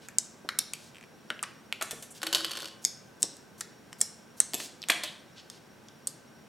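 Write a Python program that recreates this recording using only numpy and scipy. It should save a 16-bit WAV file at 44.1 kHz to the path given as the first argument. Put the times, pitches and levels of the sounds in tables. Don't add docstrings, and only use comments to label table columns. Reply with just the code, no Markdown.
import sys
import numpy as np
from scipy import signal
from scipy.fft import rfft, irfft, next_fast_len
from scipy.io import wavfile

SR = 44100
rng = np.random.default_rng(int(sys.argv[2]) if len(sys.argv) > 2 else 0)


def unload_audio(sound):
    columns = np.transpose(np.atleast_2d(sound))
    steps = np.round(np.clip(columns, -1, 1) * 32767)
    wavfile.write(sys.argv[1], SR, steps.astype(np.int16))


N = 285768


def amp(db):
    return 10 ** (np.asarray(db) / 20)


def unit_rms(x):
    return x / np.sqrt(np.mean(x ** 2) + 1e-20)


def along(points, hz):
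    freqs, values = np.transpose(points)
    return np.interp(np.log(hz + 1), np.log(freqs + 1), values)


def fade(t, t60):
    return np.exp(-np.log(1000) * t / np.maximum(t60, 1e-4))


def add(track, s, x):
    start = max(round(s * SR), 0)
    part = track[..., start:start + x.shape[-1]]
    part += x[..., :part.shape[-1]]


def filtered(x, response):
    n = x.shape[-1]
    size = next_fast_len(n + SR // 10)
    return irfft(rfft(x, size) * response(np.fft.rfftfreq(size, 1 / SR)), size)[..., :n]


def coloured(x, points, size=4096):
    gain = amp(along(points, np.fft.rfftfreq(size, 1 / SR)))
    cepstrum = irfft(np.log(gain))
    cepstrum[1:size // 2] *= 2
    cepstrum[size // 2 + 1:] = 0
    return signal.fftconvolve(x, irfft(np.exp(rfft(cepstrum))))[:len(x)]


def hump(x, centre_hz, octaves):
    return filtered(x, lambda f: np.exp(-.5 * (np.log2((f + 1) / centre_hz) / octaves) ** 2))


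def burst(t, t60):
    noise = rng.standard_normal(len(t)) * fade(t, t60)
    return noise / np.linalg.norm(noise)


# (frequency [Hz], relative density [dB])
HUSH_SPECTRUM = [(15, -65.5), (25, -35), (141, -6), (476, -11), (659, -14), (734, -14.5), (5280, -30),
                 (5730, -29.5), (16000, -40)]
# (frequency [Hz], correlation [0-1])
HUSH_LIKENESS = [(30, 0.31), (100, 0.82), (300, 0.41), (1000, 0.6), (5000, 0.71), (14000, 1)]
# (frequency [Hz], width [Hz], level [dB])
ROOM_DRONES = [(221.4, 25, -65.5), (1543, 110, -69.5), (5600, 49, -71.5)]

def room_tone(hush_db=-55):
    def mid_side_gain(hz):
        angle = np.arccos(np.clip(along(HUSH_LIKENESS, hz), -1, 1)) / 2
        return amp(along(HUSH_SPECTRUM, hz)) * [np.cos(angle), np.sin(angle)]

    mid, side = filtered(rng.standard_normal((2, N)), mid_side_gain)
    out = amp(hush_db) * unit_rms(np.array([mid + side, mid - side]))
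    for hz, width, db in ROOM_DRONES:
        drone = filtered(rng.standard_normal(N), lambda f: 1 / (1 + (2 * (f - hz) / width) ** 2))
        out += amp(db) * unit_rms(drone)
    return out


# (frequency [Hz], t60 [s])
ROOM_DECAY = [(200, 0.79), (1500, 0.59), (4000, 0.49), (7000, 0.46), (10000, 0.38), (15000, 0.095)]

def wall_echoes(x, wet_db, side_db, delay_s=.006):
    out, step = np.zeros((2, N)), SR // 4
    for i in range(0, N, step):
        hz, t, spectra = signal.stft(rng.standard_normal((2, SR // 2)), SR, nperseg=256)
        spectra *= fade(t, along(ROOM_DECAY, hz)[:, None])
        mid, side = signal.istft(spectra, SR, nperseg=256)[1]
        tail = np.array([mid + amp(side_db) * side, mid - amp(side_db) * side]) / np.linalg.norm(mid)
        add(out, i / SR + delay_s, signal.fftconvolve(x[None, i:i + step], tail, axes=1))
    return amp(wet_db) * out


# (time [s], level [dB])
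TABLE_BUMPS = [(.448, -39.5), (1.305, -40.5), (1.826, -44), (1.929, -37), (2.333, -37), (3.235, -35.5),
               (4.538, -33), (4.901, -39)]

def thuds(centre_hz=345, t60=.067, slump_db=-29.5, slump_after_s=.005):
    out, t = np.zeros(N), np.arange(SR // 5) / SR
    slumps = [(s + slump_after_s, cavity_db + slump_db) for s, _, _, _, cavity_db, *_ in AIR_POCKETS]
    envelope = fade(t, t60) * (1 - np.exp(-t / .001))
    for s, db in TABLE_BUMPS + slumps:
        body = unit_rms(hump(rng.standard_normal(len(t)), centre_hz, octaves=.94))
        add(out, s, amp(db) * body * envelope)
    return out


BUBBLY_FROM_S, BUBBLY_TO_S = 2.7, 4.2

def clinging(length_s=.035, db=-55.5, hz=7200, octaves=.8, strong_db=-24):
    return [(s - length_s, length_s, db, hz, octaves) for s, pop_db, *_ in AIR_POCKETS
            if BUBBLY_FROM_S < s < BUBBLY_TO_S and pop_db > strong_db]


# (time [s], length [s], level [dB], centre [Hz], width [octaves])
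SQUISHES_AND_SCRAPES = [(0, 0.085, -58, 3330, 0.95), (0.747, 0.18, -57.5, 5200, .68),
                        (1.431, 0.015, -37, 2170, 0.76), (1.808, 0.023, -32.5, 1370, .8),
                        (1.832, 0.29, -58, 7860, 0.46), (2.099, .035, -49.5, 8340, 0.31),
                        (2.135, 0.066, -52, 4430, 0.94), (2.33, 0.43, -50.5, 3280, 0.27),
                        (4.363, 0.041, -55, 7150, .7), (4.56, 0.13, -43, 4900, .8),
                        (4.8965, 0.0072, -19.5, 2140, .5), (4.9, 0.063, -40, 3100, 0.19),
                        (5.011, .105, -41.5, 3420, 0.25), (5.351, 0.072, -51.5, 3500, 0.62),
                        (5.479, .13, -59, 3980, .8)]

def rubs(slips_per_s=1400, spread_db=5):
    out, longest = np.zeros(N), SR // 2
    for s, length, db, hz, octaves in SQUISHES_AND_SCRAPES + clinging():
        slipping = rng.random(longest) < slips_per_s / SR
        size, hiss = rng.standard_normal((2, longest))
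        friction = slipping * amp(spread_db * size) * np.sign(hiss) + .42 * hiss
        n = min(int(length * SR), longest)
        rub = unit_rms(hump(friction[:n], hz, octaves))
        add(out, s, amp(db) * rub * signal.windows.tukey(n, .7))
    return out


def rebounding(hits, mean_flight_s=.005, rebound_db=-6):
    flights = mean_flight_s * (.5 + rng.random(len(hits)))
    return hits + [(s + flight, db + rebound_db, *tone) for (s, db, *tone), flight in zip(hits, flights)]


def plastic(hits, modes, ring_db, crack_db, rattle_db):
    out, t = np.zeros(N), np.arange(SR // 4) / SR
    hz, mode_db, mode_t60 = np.transpose(modes)[:, :, None]
    for s, db, low_db, high_db, rattle_t60 in hits:
        strength = amp(mode_db + .85 * rng.standard_normal(hz.shape))
        tones = np.sin(2 * np.pi * (hz * t + rng.random(hz.shape)))
        ring = amp(ring_db) * np.sum(strength * fade(t, mode_t60) * tones, axis=0)
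        crack = amp(crack_db) * burst(t, t60=.0035)
        rattle = amp(rattle_db) * burst(t, rattle_t60)
        shape = [(40, low_db - 20), (120, low_db - 29), (320, low_db - 1.5), (1500, low_db),
                 (3000, 0), (4400, 0),
                 (6200, high_db), (10000, high_db - 3.5), (13000, high_db - 4.5), (16000, high_db - 23)]
        add(out, s, amp(db) * coloured(crack + rattle + ring, shape))
    return out


# (time [s], level [dB], low band [dB], high band [dB], rattle t60 [s])
TUB_KNOCKS = [(1.8122, -7.5, 1.5, 0.5, 0.055), (1.8244, -3, -0.5, 4, 0.022), (1.9098, -4, -7.5, 4, .042),
              (2.0252, -13, -6.5, 6, 0.067), (4.5352, -0.5, -10, -1, 0.0049), (4.5434, 1, -15, 3.5, 0.01),
              (4.6009, -4.5, -7, -3.5, 0.027), (4.8862, -5, -1.5, 5.5, .026), (4.8983, 5, 3.5, -20, .03),
              (4.9009, 10.5, -10.5, -2, 0.02), (4.9188, -1, -1.5, -6, 0.023),
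              (5.0357, 1.5, -6.5, -2.5, 0.071)]
# (frequency [Hz], level [dB], t60 [s])
TUB_MODES = [(325, 1.5, 0.14), (618, -10.5, 0.067), (714, -12, 0.24), (1113, -4.5, 0.07),
             (1756, -3.5, 0.085), (1800, -1, 0.097), (1980, -21, 0.029), (2165, -1, 0.022),
             (2630, -27, 0.027), (2730, -6, 0.038), (2580, -3, 0.1), (3160, -41, 0.015), (3470, 7, 0.031),
             (3550, -11, 0.073)]
# (frequency [Hz], gain [dB])
TUB_RADIATION = [(250, 0), (400, -10), (600, 6.5), (1100, -1), (1900, 0.5), (3300, -1.5), (4300, 0.5),
                 (5500, -3), (7500, 0), (12000, -3.5)]

def tub():
    knocks = plastic(rebounding(TUB_KNOCKS), TUB_MODES, ring_db=-40, crack_db=-6, rattle_db=-2.5)
    return coloured(knocks, TUB_RADIATION)


# (time [s], level [dB], low band [dB])
LID_BOUNCES = [(2.2176, -8, -6), (2.231, 3, -2.5), (2.2676, 4.5, -6.5), (2.3284, 9.5, -10.5),
               (2.3481, 11.5, -15.5), (2.3556, 5, -5.5), (2.4066, -5.5, -0.5), (2.4462, 4.5, -10.5),
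               (2.5151, -1.5, -14), (2.5712, -4, -14), (2.604, -5.5, -11)]
# (time [s], contact level [dB])
LID_WOBBLE = [(2.355, 0), (2.42, -16.5), (2.53, -7), (2.62, -9), (2.69, -13.5)]
# (frequency [Hz], level [dB], t60 [s])
LID_MODES = [(325.5, 4.5, 0.16), (556, -4.5, 0.19), (1064, -2, 0.16), (1488, -0.5, 0.054), (2970, 5, 0.034),
             (3070, -9, 0.098), (3245, 1, 0.046), (3440, -10, 0.07), (3810, -26, 0.055), (4430, 7.5, 0.025),
             (4470, 3, 0.042), (6440, -24, .04), (8230, -18, .04)]
# (frequency [Hz], gain [dB])
LID_RADIATION = [(150, -12.5), (310, -2), (480, 2.5), (900, 0.5), (1500, 5), (2100, -4), (3300, 0.5),
                 (5000, 0.5), (8000, 4), (12000, 1.5)]

def lid(rim_hits_per_s=70, spread_db=3, rim_low_db=-4, rim_high_db=-8, bounce_high_db=-8.5, t60=.016):
    wobble_s, wobble_db = np.transpose(LID_WOBBLE)
    times = wobble_s[0] + (np.arange(80) + rng.random(80)) / rim_hits_per_s
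    levels = np.interp(times, wobble_s, wobble_db) + spread_db * rng.standard_normal(len(times))
    chatter = [(s, db, rim_low_db, rim_high_db, t60) for s, db in zip(times, levels) if s < wobble_s[-1]]
    bounces = rebounding([(s, db, low_db, bounce_high_db, t60) for s, db, low_db in LID_BOUNCES])
    clatter = plastic(bounces + chatter, LID_MODES, ring_db=-43.5, crack_db=-9, rattle_db=-3.5)
    return coloured(clatter, LID_RADIATION)


def tub_echoes(sideways, bounce_db=-13, scatter_db=-15, delay_s=.001227):
    out, t = np.zeros(N), np.arange(SR // 20) / SR
    starts = [round(s * SR) for s, *_ in AIR_POCKETS] + [N]
    for start, end in zip(starts, starts[1:]):
        echoes = amp(bounce_db) * burst(t, t60=.016) + amp(scatter_db) * burst(t, t60=.11)
        add(out, start / SR + delay_s, signal.fftconvolve(sideways[start:end], echoes))
    return out


# (time [s], length [s], level [dB], first pitch [Hz], last pitch [Hz])
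BUBBLE_RUNS = [(0.937, 0.11, -39, 3000, 2140), (4.804, 0.047, -25.5, 6450, 1690)]

def fizz(per_s=65, spread_db=1, spread_octaves=.11, swell_ms=.23,
         cavity_db=-12, cavity_hz=7900, snap_db=-5):
    rows = []
    for start, length, db, first_hz, last_hz in BUBBLE_RUNS:
        times = (np.arange(40) + rng.random(40)) / per_s
        size, detune = rng.standard_normal((2, len(times)))
        pitches = np.interp(times, [0, length], [first_hz, last_hz]) * 2 ** (spread_octaves * detune)
        for s, level, hz in zip(times[times < length], db + spread_db * size, pitches):
            rows.append((start + s, level, hz, swell_ms, level + cavity_db, cavity_hz, level + snap_db))
    return rows


# (time [s], neck level [dB], neck pitch [Hz], swell [ms], cavity level [dB], cavity pitch [Hz],
#  snap level [dB], gap to second tear [ms], second tear against the first [dB])
AIR_POCKETS = [(0.0857, -32.5, 7300, 0.19, -37, 1700, -27.5, 1.5, -4),
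               (.1850, -2.5, 7650, .16, -23, 6700, -14, 1.3, -5),
               (0.4895, -15.5, 3870, 0.15, -23, 1420, -17, 0.98, -1.5),
               (0.5885, -3, 8700, 0.063, -20.5, 4010, -13, 2.2, 0),
               (0.7351, -21.5, 7600, 0.066, -32.5, 2520, -17, .9, -1.5),
               (1.3031, -16.5, 2940, 0.24, -21, 1540, -23, 1.3, -12.5),
               (1.3923, -30, 2780, 0.38, -52, 1510, -43, 0.96, -11),
               (1.4285, -12.5, 8270, .16, -24.5, 1210, -17, 7, -9.5),
               (1.7258, -11, 2900, 0.14, -34.5, 1540, -19, 0.37, -12),
               (2.8501, -7.5, 6900, .17, -19.5, 5710, -10.5, .6, 0.5),
               (3.2291, -5.5, 8100, 0.11, -22.5, 5670, -13.5, .75, 1),
               (3.368, -43, 7000, .06, -47, 4500, -31.5, 0.44, -14),
               (3.6084, -21.5, 7900, 0.083, -36.5, 1280, -19, 2.4, 3),
               (3.929, -27.5, 2360, 0.092, -37.5, 5200, -30.5, 1, -4),
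               (4.0132, -4, 8050, 0.18, -18, 5500, -6, 2.1, -3),
               (4.4025, -0.5, 8320, 0.25, -13, 6600, -6, 2, -12),
               (5.5002, -24.5, 7140, .06, -50, 3680, -27.5, 0.59, -6),
               (5.8853, -36.5, 6400, 0.13, -45.5, 3500, -46.5, 1, -4.5),
               (6.072, -12.5, 8500, .22, -24, 7400, -17, 3.5, -2.5)]

def pocket_tears(second_neck_ratio=.96, second_cavity_ratio=1.45, tick_lead_s=.007, tick_db=-19.5):
    rows = []
    for s, db, hz, swell_ms, cavity_db, cavity_hz, snap_db, gap_ms, second_db in AIR_POCKETS:
        steps = [(0, 0, 1, 1), (gap_ms / 1000, second_db, second_neck_ratio, second_cavity_ratio)]
        if BUBBLY_FROM_S < s < BUBBLY_TO_S:
            steps.append((-tick_lead_s, tick_db, 1, 1))
        for delay, step_db, neck_ratio, cavity_ratio in steps:
            rows.append((s + delay, db + step_db, hz * neck_ratio, swell_ms,
                         cavity_db + step_db, cavity_hz * cavity_ratio, snap_db + step_db))
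    return rows


def swelling_tone(t, hz, swell_s):
    age = t / swell_s
    return age * np.exp(1 - age) * np.sin(2 * np.pi * hz * t)


# (frequency [Hz], gain [dB])
SNAP_SPECTRUM = [(150, -20.5), (800, 0), (2500, -2), (5000, 5), (8000, 10), (12000, 3), (13500, -4),
                 (15500, -14)]
# (frequency [Hz], gain [dB])
SIDEWAYS_SPILL = [(500, -0.5), (1400, 3.5), (2200, 7), (3000, 5), (4200, 8), (5500, 7), (6600, 1.5),
                  (8200, -2), (9500, -1), (12000, 3.5), (15000, -10.5)]

def pops(neck_spill_db=-3, cavity_spill_db=3, swell_cycles_at_4khz=1.58, tear_t60=.004, cut_hz=600):
    out, t = np.zeros((2, N)), np.arange(SR // 50) / SR
    for s, db, hz, swell_ms, cavity_db, cavity_hz, snap_db in pocket_tears() + fizz():
        neck = amp(db) * swelling_tone(t, hz, swell_ms / 1000)
        cavity_swell_s = swell_cycles_at_4khz / np.sqrt(cavity_hz * 4000)
        cavity = amp(cavity_db) * swelling_tone(t, cavity_hz, cavity_swell_s)
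        snap = amp(snap_db) * coloured(burst(t, tear_t60), SNAP_SPECTRUM)
        spill = amp(neck_spill_db) * neck + amp(cavity_spill_db) * (cavity + snap)
        add(out, s, np.array([neck + cavity + snap, spill]))
    bass_cut = signal.butter(2, cut_hz, "highpass", fs=SR, output="sos")
    upwards, sideways = signal.sosfilt(bass_cut, out)
    return upwards, coloured(sideways, SIDEWAYS_SPILL)


def microphone_ports(x, side_db=-23):
    scatter = np.pad(burst(np.arange(SR // 200) / SR, t60=.004), (8, 0))
    side = amp(side_db) * signal.fftconvolve(x, scatter)[:N]
    return np.array([x + side, x - side])


def scene():
    upwards, sideways = pops()
    slime = upwards + tub_echoes(sideways)
    handling = lid() + tub() + thuds() + rubs()
    walls = wall_echoes(sideways, wet_db=-17, side_db=-13.5)
    walls += wall_echoes(handling, wet_db=-8.5, side_db=-17.5)
    return microphone_ports(slime + handling) + walls + room_tone()


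def record(dry, ceiling=.92, top_hz=16300):
    rounded = dry / (1 + (dry / ceiling) ** 8) ** (1 / 8)
    return filtered(rounded, lambda hz: 1 / np.sqrt(1 + (hz / top_hz) ** 160))


dry = scene()
out = record(dry)
unload_audio(out)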